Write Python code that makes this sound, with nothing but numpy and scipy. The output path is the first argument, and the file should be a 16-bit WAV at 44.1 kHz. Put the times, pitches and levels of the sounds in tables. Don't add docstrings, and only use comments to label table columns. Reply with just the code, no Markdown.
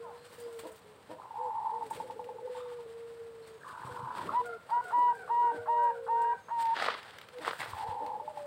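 import sys
import numpy as np
from scipy import signal
from scipy.fft import rfft, irfft, next_fast_len
from scipy.io import wavfile

SR = 44100
rng = np.random.default_rng(int(sys.argv[2]) if len(sys.argv) > 2 else 0)


def transcribe(u):
    v = np.clip(np.atleast_2d(u).T, -1, 1)
    q = np.round(v * 32767).astype(np.int16)
    wavfile.write(sys.argv[1], SR, q)


N = 373086


def amp(db):
    return 10 ** (np.asarray(db) / 20)


def unit_rms(x):
    return x / np.sqrt(np.mean(x ** 2) + 1e-20)


def unit_peak(x):
    return x / abs(x).max()


def curve_at(points, hz):
    f, value = np.transpose(points)
    return np.interp(np.log(hz + 1), np.log(f + 1), value)


def add(mix, s, sound):
    part = mix[max(round(s * SR), 0):][:len(sound)]
    part += sound[:len(part)]


def coloured(x, colour):
    size = next_fast_len(len(x))
    gain = amp(curve_at(colour, np.fft.rfftfreq(size, 1 / SR)))
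    return unit_rms(irfft(rfft(x, size) * gain, size)[:len(x)])


def wander(size, hz):
    rate = 10 * hz
    count = next_fast_len(int((size / SR + 1) * rate))
    lowpass = np.exp(-(np.fft.rfftfreq(count, 1 / rate) / hz) ** 2)
    smooth = irfft(rfft(rng.standard_normal(count)) * lowpass, count)
    return np.interp(np.arange(size) / SR, np.arange(count) / rate, unit_rms(smooth))


def fade(t, rise, fall):
    fade_in = np.sin(np.pi / 2 * np.clip((t - t[0]) / rise, 0, 1))
    fade_out = np.sin(np.pi / 2 * np.clip((t[-1] - t) / fall, 0, 1))
    return fade_in * fade_out


def grains(per_s, spread_db, hiss):
    slips = (rng.random(N) < per_s / SR) * rng.choice([-1, 1], N)
    sizes = amp(spread_db * np.minimum(rng.exponential(1, N), 4))
    return unit_rms(slips * sizes) + hiss * rng.standard_normal(N)


def sing(contours, voice, scoop, jitter, jitter_hz, shimmer_db, rise, fall):
    out = np.zeros(N)
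    for contour in contours:
        s, pitch, level = np.transpose(contour)
        t = np.arange(s[0], s[-1], 1 / SR)
        hz = np.interp(t, s, pitch) * (1 - scoop * np.exp(-(t - t[0]) / 0.0092))
        phase = 2 * np.pi * np.cumsum(hz * (1 + jitter * wander(len(t), jitter_hz))) / SR
        tone = unit_rms(sum(amp(db) * np.sin(k * phase) for k, db in voice))
        gain = amp(np.interp(t, s, level) + shimmer_db * wander(len(t), jitter_hz))
        add(out, s[0], tone * gain * fade(t, rise, fall))
    return out


def arched_note(start, length, first_hz, last_hz, arch_hz, db, swell_db, hump_db, skew):
    u = np.linspace(0, 1, 40)
    push = np.sin(np.pi * u ** skew)
    hz = first_hz + (last_hz - first_hz) * u + arch_hz * push
    level = db + swell_db * (u - .5) - hump_db * (1 - push)
    return np.transpose([start + length * u, hz, level])


def glide(start, length, first_hz, last_hz, db, swell_db):
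    return [(start, first_hz, db - swell_db / 2), (start + length, last_hz, db + swell_db / 2)]


def pip(hz, length, drop, rise_share, fade_db=8.5):
    t = np.arange(0, length, 1 / SR)
    sweep = hz * (1 + drop * (np.exp(-4 * t / length) - np.exp(-1)))
    shape = fade(t, rise_share * length, length / 3) * amp(-fade_db * t / length)
    return np.sin(2 * np.pi * np.cumsum(sweep) / SR) * unit_peak(shape)


def pip_runs(runs, swell_db, drop, detune):
    out = np.zeros(N)
    for start, length, hz, rate, duty, db, swell_s, uneven in runs:
        for k, (shift, accent_db, bend) in enumerate(rng.standard_normal((80, 3))):
            t = max(k + uneven * shift, 0) / rate
            if t < length:
                puff = pip(hz * (1 + detune * bend), duty / rate, drop, rise_share=0.27)
                gain = amp(db - swell_db * np.exp(-t / swell_s) + accent_db) / np.sqrt(duty)
                add(out, start + t, gain * unit_rms(puff))
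    return out


# frequency in Hz, seconds to die by 60 dB.
YARD_DECAY = [(200, 0.24), (1000, 0.27), (4000, 0.41), (12000, 0.018)]
def yard(x):
    size = SR // 2
    taps = rng.choice([-1., 1.], size) * (rng.random(size) < 2000 / SR)
    taps *= np.arange(size) > .006 * SR
    hz, t, bands = signal.stft(taps, SR, nperseg=256)
    decay = amp(-60 * t / curve_at(YARD_DECAY, hz)[:, None])
    tail = signal.istft(bands * decay, SR, nperseg=256)[1]
    return signal.fftconvolve(x, tail / np.linalg.norm(tail))[:N]


# frequency in Hz, gain in dB.
AIR_COLOUR = [(25, -38), (60, -6.5), (100, 3), (200, -1.5), (330, -6), (480, 5), (700, -4), (1000, -2),
              (2200, -13.5), (4000, -18), (6300, -28.5), (8400, -20.5), (11000, -33), (15500, -28)]
def quiet_air():
    return amp(-59) * coloured(rng.standard_normal(N), AIR_COLOUR)


# start and length in seconds, first pitch, last pitch and arch in Hz,
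# level before the trim and swell in dB.
COOS = [(0, 0.42, 464.5, 493, 0.5, -53, -26.5), (0.381, 0.3743, 479, 439.6, 1.5, -45, -8.5),
        (0.844, 0.16, 422, 420, 4, -54.5, -3), (1.381, 0.12, 466, 473, 35, -43, 7),
        (1.721, 0.18, 458, 419.7, 32.5, -45, -5), (2.43, .44, 502, 465.7, 7, -39, 0),
        (2.86, .72, 457.6, 440.6, 13.5, -44.5, -8.5), (3.89, 0.16, 489, 482, 3, -48, -5),
        (4.402, 0.1746, 465, 437, 22.5, -41.5, -4), (5.42, .935, 468, 448.3, 12.5, -41, 0),
        (5.58, 0.31, 629, 574, 12.5, -44.5, 12), (5.85, 0.52, 549, 487, -4.5, -46, -4),
        (7.33, 0.074, 501, 492, 1, -44.5, 14), (8.214, 0.11, 588, 610, 7, -44.5, -2),
        (8.336, 0.15, 592, 573, 4.5, -41, 11)]
# harmonic number, level in dB.
COO_VOICE = [(1, 0.5), (2, -36), (3, -27.5)]
# start and length in seconds, pitch in Hz, pips per second,
# pip length in periods, full level in dB, swell time in seconds, timing scatter in periods.
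ROLLS = [(1.956, 0.56, 502.5, 13.3, 1.08, -49, 0.22, 0.056),
         (4.753, 0.81, 482.4, 18.8, 1.24, -54.5, 0.24, 0.057),
         (7.83, .4, 513, 18, 1.17, -54.5, 0.012, 0.0487)]
def ring_doves(roll_swell_db=6):
    notes = [arched_note(*row, hump_db=4, skew=0.91) for row in COOS]
    coos = sing(notes, COO_VOICE, scoop=0.02, jitter=0.0023, jitter_hz=22.46, shimmer_db=1.84,
                rise=0.0024, fall=0.0088)
    rolls = pip_runs(ROLLS, roll_swell_db, drop=.14, detune=.01)
    held = [[(start + t, .96 * hz, db - roll_swell_db * np.exp(-t / swell_s))
             for t in np.linspace(0, length, 20)]
            for start, length, hz, _, _, db, swell_s, _ in ROLLS]
    purr = sing(held, [(0.99, 0)], scoop=0, jitter=0.0676, jitter_hz=72.7, shimmer_db=3.5,
                rise=0.02, fall=0.0078)
    return amp(-2.5) * coos + rolls + purr


def stroke(s, spread_s, rise_share=0.43):
    t = np.arange(0, N, 64) / SR
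    from_peak = np.maximum((s - t) / rise_share, (t - s) / (1 - rise_share))
    return np.repeat(np.exp(-from_peak / spread_s), 64)[:N]


# peak time and spread in seconds, feather level in dB,
# skin and sleeve level in dB.
HAND_STROKES = [(0.312, 0.21, -59, -59), (0.614, 0.24, -65, -62.5), (0.897, 0.036, -66, -61.5),
                (1.113, 0.036, -64, -58.5), (1.938, 0.26, -59, -60), (2.565, 0.077, -62, -55.5),
                (2.697, 0.46, -71, -64), (2.968, .08, -82, -66), (3.477, 0.037, -62.5, -61),
                (3.681, 0.076, -59, -74), (3.88, 0.29, -61, -60), (4.178, 0.059, -52.5, -45.5),
                (4.242, 0.25, -59.5, -50.5), (4.898, 0.31, -66, -65), (5.182, 0.076, -60, -67.5),
                (5.562, 0.066, -62, -55.5), (6.615, 0.082, -53.5, -52.5), (6.834, 0.3, -56.5, -42),
                (7.127, 0.1, -70, -59), (7.48, 0.15, -52, -43.5), (7.611, 0.049, -45, -49),
                (7.726, 0.29, -57, -49), (8.38, 0.28, -65, -61)]
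# frequency in Hz, gain in dB.
FEATHER_COLOUR = [(1500, 4), (4500, 2), (6400, -8.5), (8400, 4), (11000, -10.5), (15500, -10.5)]
GRIT_COLOUR = [(40, -56.5), (100, -32.5), (250, -11), (460, -8), (650, -0.5), (1100, 1), (1800, 0.5),
               (2400, -7), (3300, -6), (4800, -12.5), (6000, -27), (8400, -30.5), (11000, -45.5),
               (15500, -48.5)]
def handling():
    slide, rub = amp(-72.5), amp(-69)
    for s, spread_s, feather_db, rub_db in HAND_STROKES:
        speed = stroke(s, spread_s)
        slide = np.hypot(slide, amp(feather_db) * speed)
        rub = np.hypot(rub, amp(rub_db) * speed)
    catch = np.tanh(wander(N, 29))
    hiss = coloured(grains(per_s=1100, spread_db=1.4, hiss=1), FEATHER_COLOUR)
    snapping_barbs = coloured(grains(per_s=150, spread_db=1.6, hiss=0), FEATHER_COLOUR)
    friction = coloured(grains(per_s=2000, spread_db=2.3, hiss=1), GRIT_COLOUR)
    feathers = (hiss + amp(-8) * snapping_barbs) * slide * amp(4 * catch)
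    return feathers + friction * rub * amp(4.2 * catch)


# start and length in seconds, first and last pitch in Hz, level and swell in dB.
FALLING_CALLS = [(0.019, 0.057, 1135, 885, -51.5, 12), (0.071, 0.052, 928, 735, -50.5, -3),
                 (0.097, 0.085, 1120, 876, -60, 6)]
# multiple of the pitch, level in dB.
FALLING_VOICE = [(.67, -3), (1, 4.5), (1.4, -8)]
def falling_calls():
    return sing([glide(*row) for row in FALLING_CALLS], FALLING_VOICE, scoop=0,
                jitter=0.0073, jitter_hz=121.7, shimmer_db=2.5, rise=0.0085, fall=0.0099)


# start and length in seconds, nominal first and last pitch in Hz,
# level and swell in dB.
WHISTLES = [(0.155, 0.12, 4280, 4320, -74.5, 2), (.39, .075, 4850, 4960, -75, 2),
            (1.393, 0.084, 7350, 7950, -82, 1), (2.541, 0.11, 3680, 3720, -73, 1),
            (2.542, 0.063, 7800, 7570, -75, 0), (3.412, 0.1, 4340, 4330, -81, -8),
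            (3.477, 0.27, 6780, 6620, -86, 2), (4.689, 0.1, 4800, 4740, -75, -14),
            (6.356, 0.16, 6600, 6620, -81, 0)]
def whistles():
    return sing([glide(*row) for row in WHISTLES], [(0.98, 0)], scoop=0,
                jitter=0.016, jitter_hz=199.5, shimmer_db=5.5, rise=0.027, fall=0.018)


# start and length in seconds, level in dB.
BRUSHES = [(.26, 0.33, -70), (0.323, 0.057, -59), (.52, 0.23, -67.5), (0.75, .06, -65), (7.47, 0.39, -61),
           (7.593, 0.046, -65)]
# frequency in Hz, gain in dB.
BRUSH_COLOUR = [(1500, -10), (4500, 1), (6400, -2), (8400, 4), (11000, -5), (15500, 2)]
def feather_brushes():
    out = np.zeros(N)
    hiss = coloured(rng.standard_normal(N), BRUSH_COLOUR) * amp(3.9 * wander(N, 40))
    for start, length, db in BRUSHES:
        t = np.arange(0, length, 1 / SR)
        add(out, start, amp(db) * hiss[round(start * SR):][:len(t)] * fade(t, length / 4, length / 2))
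    return out


# start in seconds, peak in dB, click against the fizz in dB.
QUILL_FLICKS = [(.399, -43.5, -21), (0.526, -45.5, -3), (.588, -43, -2), (0.591, -37, -0.5),
                (0.669, -43.5, -2.5), (0.717, -47.5, -15.5), (1.864, -49, -14), (1.903, -42, -20),
                (1.947, -39.5, -1), (1.963, -40, 4), (2.107, -48, 11), (4.456, -44, -3), (4.7, -47.5, 8),
                (4.839, -46, -2), (4.88, -49, -13), (4.986, -50, -14.5), (5.151, -50, -7.5),
                (5.832, -51, -8.5), (6.216, -44, -2.5)]
# frequency in Hz, gain in dB.
FIZZ_COLOUR = [(1500, 7.5), (4500, -19), (6400, -5), (8400, 9), (11000, -7), (15500, -2.5)]
CLICK_COLOUR = [(300, -29.5), (1200, 9.5), (2000, 7), (4200, 4), (6500, -11), (8500, -10), (11000, -17.5),
                (15500, -11.5)]
def quill_flicks(t60=0.11):
    out, t = np.zeros(N), np.arange(SR // 12) / SR
    for s, db, click_db in QUILL_FLICKS:
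        fizz, click = rng.standard_normal((2, len(t))) * amp(-60 * t / t60) * fade(t, .0015, .01)
        flick = coloured(fizz, FIZZ_COLOUR) + amp(click_db) * coloured(click, CLICK_COLOUR)
        add(out, s, amp(db) * unit_peak(flick))
    return out


# start in seconds, top level in dB before the trim, top pitch in Hz.
CLUCKS = [(.455, -50.5, 346), (.63, -42.5, 327), (1.088, -43.5, 321), (4.955, -45.5, 316.5),
          (5.518, -41, 306), (7.385, -42.5, 322), (8.006, -41.5, 307)]
# multiple of the pitch, level in dB.
CLUCK_VOICE = [(1, -4), (1.599, -3.5), (2, -2), (3, -4.5), (4, -26.5)]
def fowl_clucks():
    notes = [[(s, .88 * hz, db - 6.5), (s + 0.03, hz, db), (s + 0.062, .96 * hz, db - 5)]
             for s, db, hz in CLUCKS]
    return amp(-3.5) * sing(notes, CLUCK_VOICE, scoop=0.035, jitter=0.025, jitter_hz=148.2,
                            shimmer_db=4.5, rise=0.007, fall=0.029)


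# start and length in seconds, nominal first and last pitch in Hz,
# level and swell in dB.
TRILL_RASPS = [(1.185, 0.115, 1020, 961, -55.5, 8), (2.565, 0.079, 1080, 1295, -59.5, 1),
               (2.659, 0.16, 1180, 1104, -65.5, -3), (3.607, 0.682, 1506, 1407, -60, 4),
               (3.643, 0.16, 1123, 1029, -54, -8), (3.799, 0.46, 1033, 1005, -53.5, 5),
               (4.276, 0.055, 1128, 1100, -47, 2), (7.658, .11, 950, 903, -53, 2)]
def trill_rasps():
    return sing([glide(*row) for row in TRILL_RASPS], [(0.99, 0)], scoop=0,
                jitter=0.09, jitter_hz=161.2, shimmer_db=6.5, rise=0.0033, fall=0.035)


# delay in seconds, level in dB.
CAGE_ECHOES = [(0.0164, -16.5), (0.027, -24.5)]
def caged(x):
    out = x.copy()
    for delay, db in CAGE_ECHOES:
        add(out, delay, amp(db) * x)
    return out


# start and length in seconds, pitch in Hz, pips per second,
# pip length in periods, full level in dB, swell time in seconds, timing scatter in periods.
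TRILLS = [(1.34, .44, 906, 70.03, 1.22, -37, .045, 0.1774), (3.735, .49, 987, 62.4, 0.47, -40.5, 0.38, .25),
          (7.755, .4, 884, 77.44, 1.34, -39, 0.01, .17)]
# start in seconds, peak in dB, pitch in Hz.
SLOW_PIPS = [(1.307, -36.5, 905), (1.809, -33, 910), (1.822, -29.5, 882), (1.909, -28.5, 894),
             (2.0, -29.5, 888), (2.099, -33.5, 885), (2.193, -33.5, 875), (2.289, -35, 873.6),
             (2.384, -40, 882), (2.474, -41, 887), (2.549, -39.5, 905), (2.568, -42, 906),
             (2.656, -45, 913), (2.717, -46, 884), (2.789, -45.5, 936), (8.198, -31, 880),
             (8.277, -30.5, 864), (8.372, -32.5, 850)]
def trilling_doves(rasp_db=-14, octave_db=-36.5):
    song = pip_runs(TRILLS, swell_db=9.5, drop=.13, detune=.03)
    song *= 1 + amp(rasp_db) * wander(N, 190)
    for s, db, hz in SLOW_PIPS:
        add(song, s, amp(db) * pip(hz, length=0.015, drop=0.045, rise_share=0.19))
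    analytic = signal.hilbert(song, next_fast_len(N))[:N]
    song += amp(octave_db) * abs(analytic) * np.cos(2 * np.angle(analytic))
    return caged(song) + amp(-10.5) * yard(song)


# peak time and spread in seconds, level in dB.
GRIP_SHIFTS = [(1.975, 0.31, -51.5), (3.938, 0.55, -57), (4.253, 0.13, -43.5), (7.693, 0.32, -62.5),
               (8.102, 0.34, -58.5)]
# frequency in Hz, gain in dB.
RUMBLE_COLOUR = [(50, -17), (100, -7), (180, -5), (300, -5.5), (600, -3.5), (1200, -43)]
def grip_rumble():
    rumble = coloured(rng.standard_normal(N), RUMBLE_COLOUR)
    swells = sum(amp(db) * stroke(s, spread_s) for s, spread_s, db in GRIP_SHIFTS)
    return rumble * swells * amp(1.1 * wander(N, 27))


def crack(t, t60, colour):
    burst = rng.standard_normal(len(t)) * amp(-60 * t / t60) * (t > .001)
    return unit_peak(coloured(burst, colour))


def cut_bass(x):
    return signal.sosfilt(signal.butter(2, 280, "highpass", fs=SR, output="sos"), x)


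# start in seconds, peak in dB before the bass cut.
CLAW_TICKS = [(2.243, -46), (4.1502, -44), (6.655, -35), (6.669, -39), (7.03, -38), (7.108, -39),
              (7.185, -37.5), (7.214, -34), (7.287, -38.5), (7.3847, -40), (8.064, -37.5)]
def claw_ticks():
    out, t = np.zeros(N), np.arange(SR // 16) / SR
    for s, db in CLAW_TICKS:
        add(out, s - .001, amp(db) * crack(t, t60=.02, colour=CLICK_COLOUR))
    return cut_bass(out)


# start in seconds, level in dB, pitch in Hz.
THUDS = [(3.847, -43, 128), (3.909, -43.5, 104), (3.985, -48, 116), (4.027, -40, 127), (4.299, -49, 99),
         (5.581, -43, 104), (7.591, -49, 138), (7.678, -45, 107), (7.725, -43, 87.5), (7.828, -41, 95),
         (7.885, -37.5, 96)]
def thuds(t60=0.14):
    out, t = np.zeros(N), np.arange(SR // 8) / SR
    for s, db, hz in THUDS:
        bump = np.sin(2 * np.pi * hz * t) * (1 + .5 * wander(len(t), 50))
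        add(out, s, amp(db - 60 * t / t60) * bump * fade(t, 0.0056, .02))
    return out


def held_note(start, length, first_hz, last_hz, arch_hz, db, swell_db, release, flick_hz):
    t = np.linspace(0, length, 100)
    u = t / length
    drift = first_hz + (last_hz - first_hz) * u + arch_hz * np.sin(np.pi * u ** 2)
    flick = flick_hz * np.exp((t - length) / .012)
    release_db = 8 * np.clip(1 - (length - t) / release, 0, 1) ** 2
    return np.transpose([start + t, drift + flick, db + swell_db * (u - .5) - release_db])


# start and length in seconds, first pitch, last pitch and arch
# in Hz, level and swell in dB, release in seconds, closing flick in Hz.
NEAR_NOTES = [(4.327, 0.09, 939, 990, 24, -27, 5, .048, -33),
              (4.703, 0.11, 946, 965, 8, -27, 1.5, 0.066, 6.5),
              (4.918, 0.21, 977, 962, 4.5, -25, 2.5, 0.045, -28.5),
              (5.29, 0.23, 956.6, 934.3, 14.5, -26.5, .5, 0.024, -29),
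              (5.671, 0.244, 941.4, 944, 10.5, -26.5, 0, 0.015, -28.5),
              (6.077, 0.26, 927, 938.7, 5, -28, 2.5, 0.012, 25.5),
              (6.496, .25, 950, 913, -14, -31, 3.5, 0.0093, 45)]
# harmonic number, level in dB.
NEAR_VOICE = [(1, 1.5), (2, -27.5), (3, -38.5), (4, -50), (5, -55), (9, -54)]
# frequency in Hz, gain in dB.
BREATH_COLOUR = [(300, -36), (650, -9.5), (1020, -2), (1400, -7), (1750, -17), (2400, -35), (6000, -54.5)]
def near_dove(breath_lead_s=0.013, breath_s=0.037, breath_db=-45):
    song = sing([held_note(*row) for row in NEAR_NOTES], NEAR_VOICE, scoop=.2,
                jitter=.0042, jitter_hz=45, shimmer_db=.45, rise=0.034, fall=0.0023)
    song *= 1 + amp(-25.5) * wander(N, 370)
    t = np.arange(0, breath_s, 1 / SR)
    for start, *_ in NEAR_NOTES:
        breath = coloured(rng.standard_normal(len(t)), BREATH_COLOUR) * fade(t, 0.0025, .015)
        add(song, start - breath_lead_s, amp(breath_db) * breath)
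    return caged(song)


# start and length in seconds, first pitch, last pitch and arch
# of its strong overtone in Hz, level in dB before the direct and echo gains.
ANSWER_NOTES = [(4.444, 0.098, 1451, 1380, -7.5, -51.5), (4.727, .19, 1424, 1388, 62.5, -53.5),
                (5.074, 0.18, 1483, 1384, 163, -55), (5.411, .21, 1424, 1415, 115, -55.5),
                (5.779, .2, 1517, 1383, 183, -57), (6.153, 0.21, 1453, 1498, 136, -56.5)]
# multiple of that overtone, level in dB.
ANSWER_VOICE = [(.5, -2.5), (1, 3), (1.5, -19.5)]
def answering_dove(rasp_db=-8.5, direct_db=3, echo_db=-3.5):
    notes = [arched_note(*row, swell_db=4, hump_db=-3.5, skew=1.3) for row in ANSWER_NOTES]
    song = sing(notes, ANSWER_VOICE, scoop=.03, jitter=.01, jitter_hz=70, shimmer_db=2.5,
                rise=.014, fall=.01)
    song *= 1 + amp(rasp_db) * wander(N, 150)
    return amp(direct_db) * song + amp(echo_db) * yard(song)


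# start and end in seconds, level in dB, attack in seconds.
SCUFFS = [(6.747, 6.821, -38.5, .025), (6.8, 6.956, -38.5, 0.021), (7.432, 7.522, -46, 0.046),
          (7.597, 7.669, -44.5, .004)]
def shoe_scuffs():
    out = np.zeros(N)
    crunch = coloured(grains(per_s=1500, spread_db=3, hiss=.4), GRIT_COLOUR) * amp(2 * wander(N, 84))
    for start, end, db, rise in SCUFFS:
        t = np.arange(start, end, 1 / SR)
        scuff = crunch[round(start * SR):][:len(t)] * fade(t, rise, 0.036)
        add(out, start, amp(db) * unit_rms(scuff))
    return out


# start in seconds, peak in dB before the bass cut,
# crack against the ring in dB, tuning as a multiple of the modes.
KNOCKS = [(6.766, -34, 9, 1), (6.823, -18.5, 3, 1.1), (6.861, -22, 3, .8), (6.884, -19, -3.5, 1),
          (6.949, -30, -10, 1), (7.448, -23.5, 12, 1.5), (7.467, -30.5, -18, .9), (7.478, -15, -12, 1),
          (7.486, -32, -18, 1), (7.509, -26, 5, 1.1), (7.532, -25.5, -10, 1.25), (7.591, -35, 0, 1.4),
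          (7.604, -27, -6, 1.6), (7.616, -26.5, -20, 1.65), (7.631, -30.5, -17, 1.3), (7.659, -31.5, -4, 1)]
# frequency in Hz, level in dB, seconds to die by 60 dB.
KNOCK_MODES = [(466, -11.5, 0.059), (630, 1, 0.0082), (983, -0.5, 0.019), (1220, 4, 0.012),
               (1162, -11, 0.073), (1510, -4, 0.01), (2050, -12.5, 0.0092)]
def knocks(contact_s=0.00131):
    out, t = np.zeros(N), np.arange(SR // 16) / SR
    for s, db, crack_db, tuning in KNOCKS:
        ring = np.zeros(len(t))
        for mode_hz, mode_db, t60 in KNOCK_MODES:
            hz = mode_hz * tuning * (1 + 0.031 * rng.standard_normal())
            ring += amp(mode_db - 60 * t / t60) * np.sin(2 * np.pi * hz * t) * rng.choice([-1, 1])
        ring = unit_peak(ring * fade(t, contact_s, .01))
        blow = ring + amp(crack_db) * crack(t, t60=0.016, colour=GRIT_COLOUR)
        add(out, s, amp(db) * unit_peak(blow))
    return cut_bass(out)


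def scene():
    near, coos = near_dove(), ring_doves()
    wet = trill_rasps() + fowl_clucks() + whistles() + falling_calls()
    hits = knocks() + claw_ticks() + shoe_scuffs()
    echoes = yard(amp(-20.5) * near + amp(-25) * coos + amp(-7.5) * wet + amp(-13.5) * hits)
    air = quiet_air()
    birds = near + answering_dove() + trilling_doves() + coos + wet
    hands = handling() + grip_rumble() + feather_brushes() + quill_flicks() + thuds()
    return (birds + hits + hands + echoes + air)[None]


def record(dry):
    thinned = signal.sosfilt(signal.butter(3, 60, "highpass", fs=SR, output="sos"), dry)
    lowpass = signal.firwin(2047, 15850, window=("kaiser", 9), fs=SR)
    return signal.oaconvolve(thinned, lowpass[None], "same")


dry = scene()
out = record(dry)
transcribe(out)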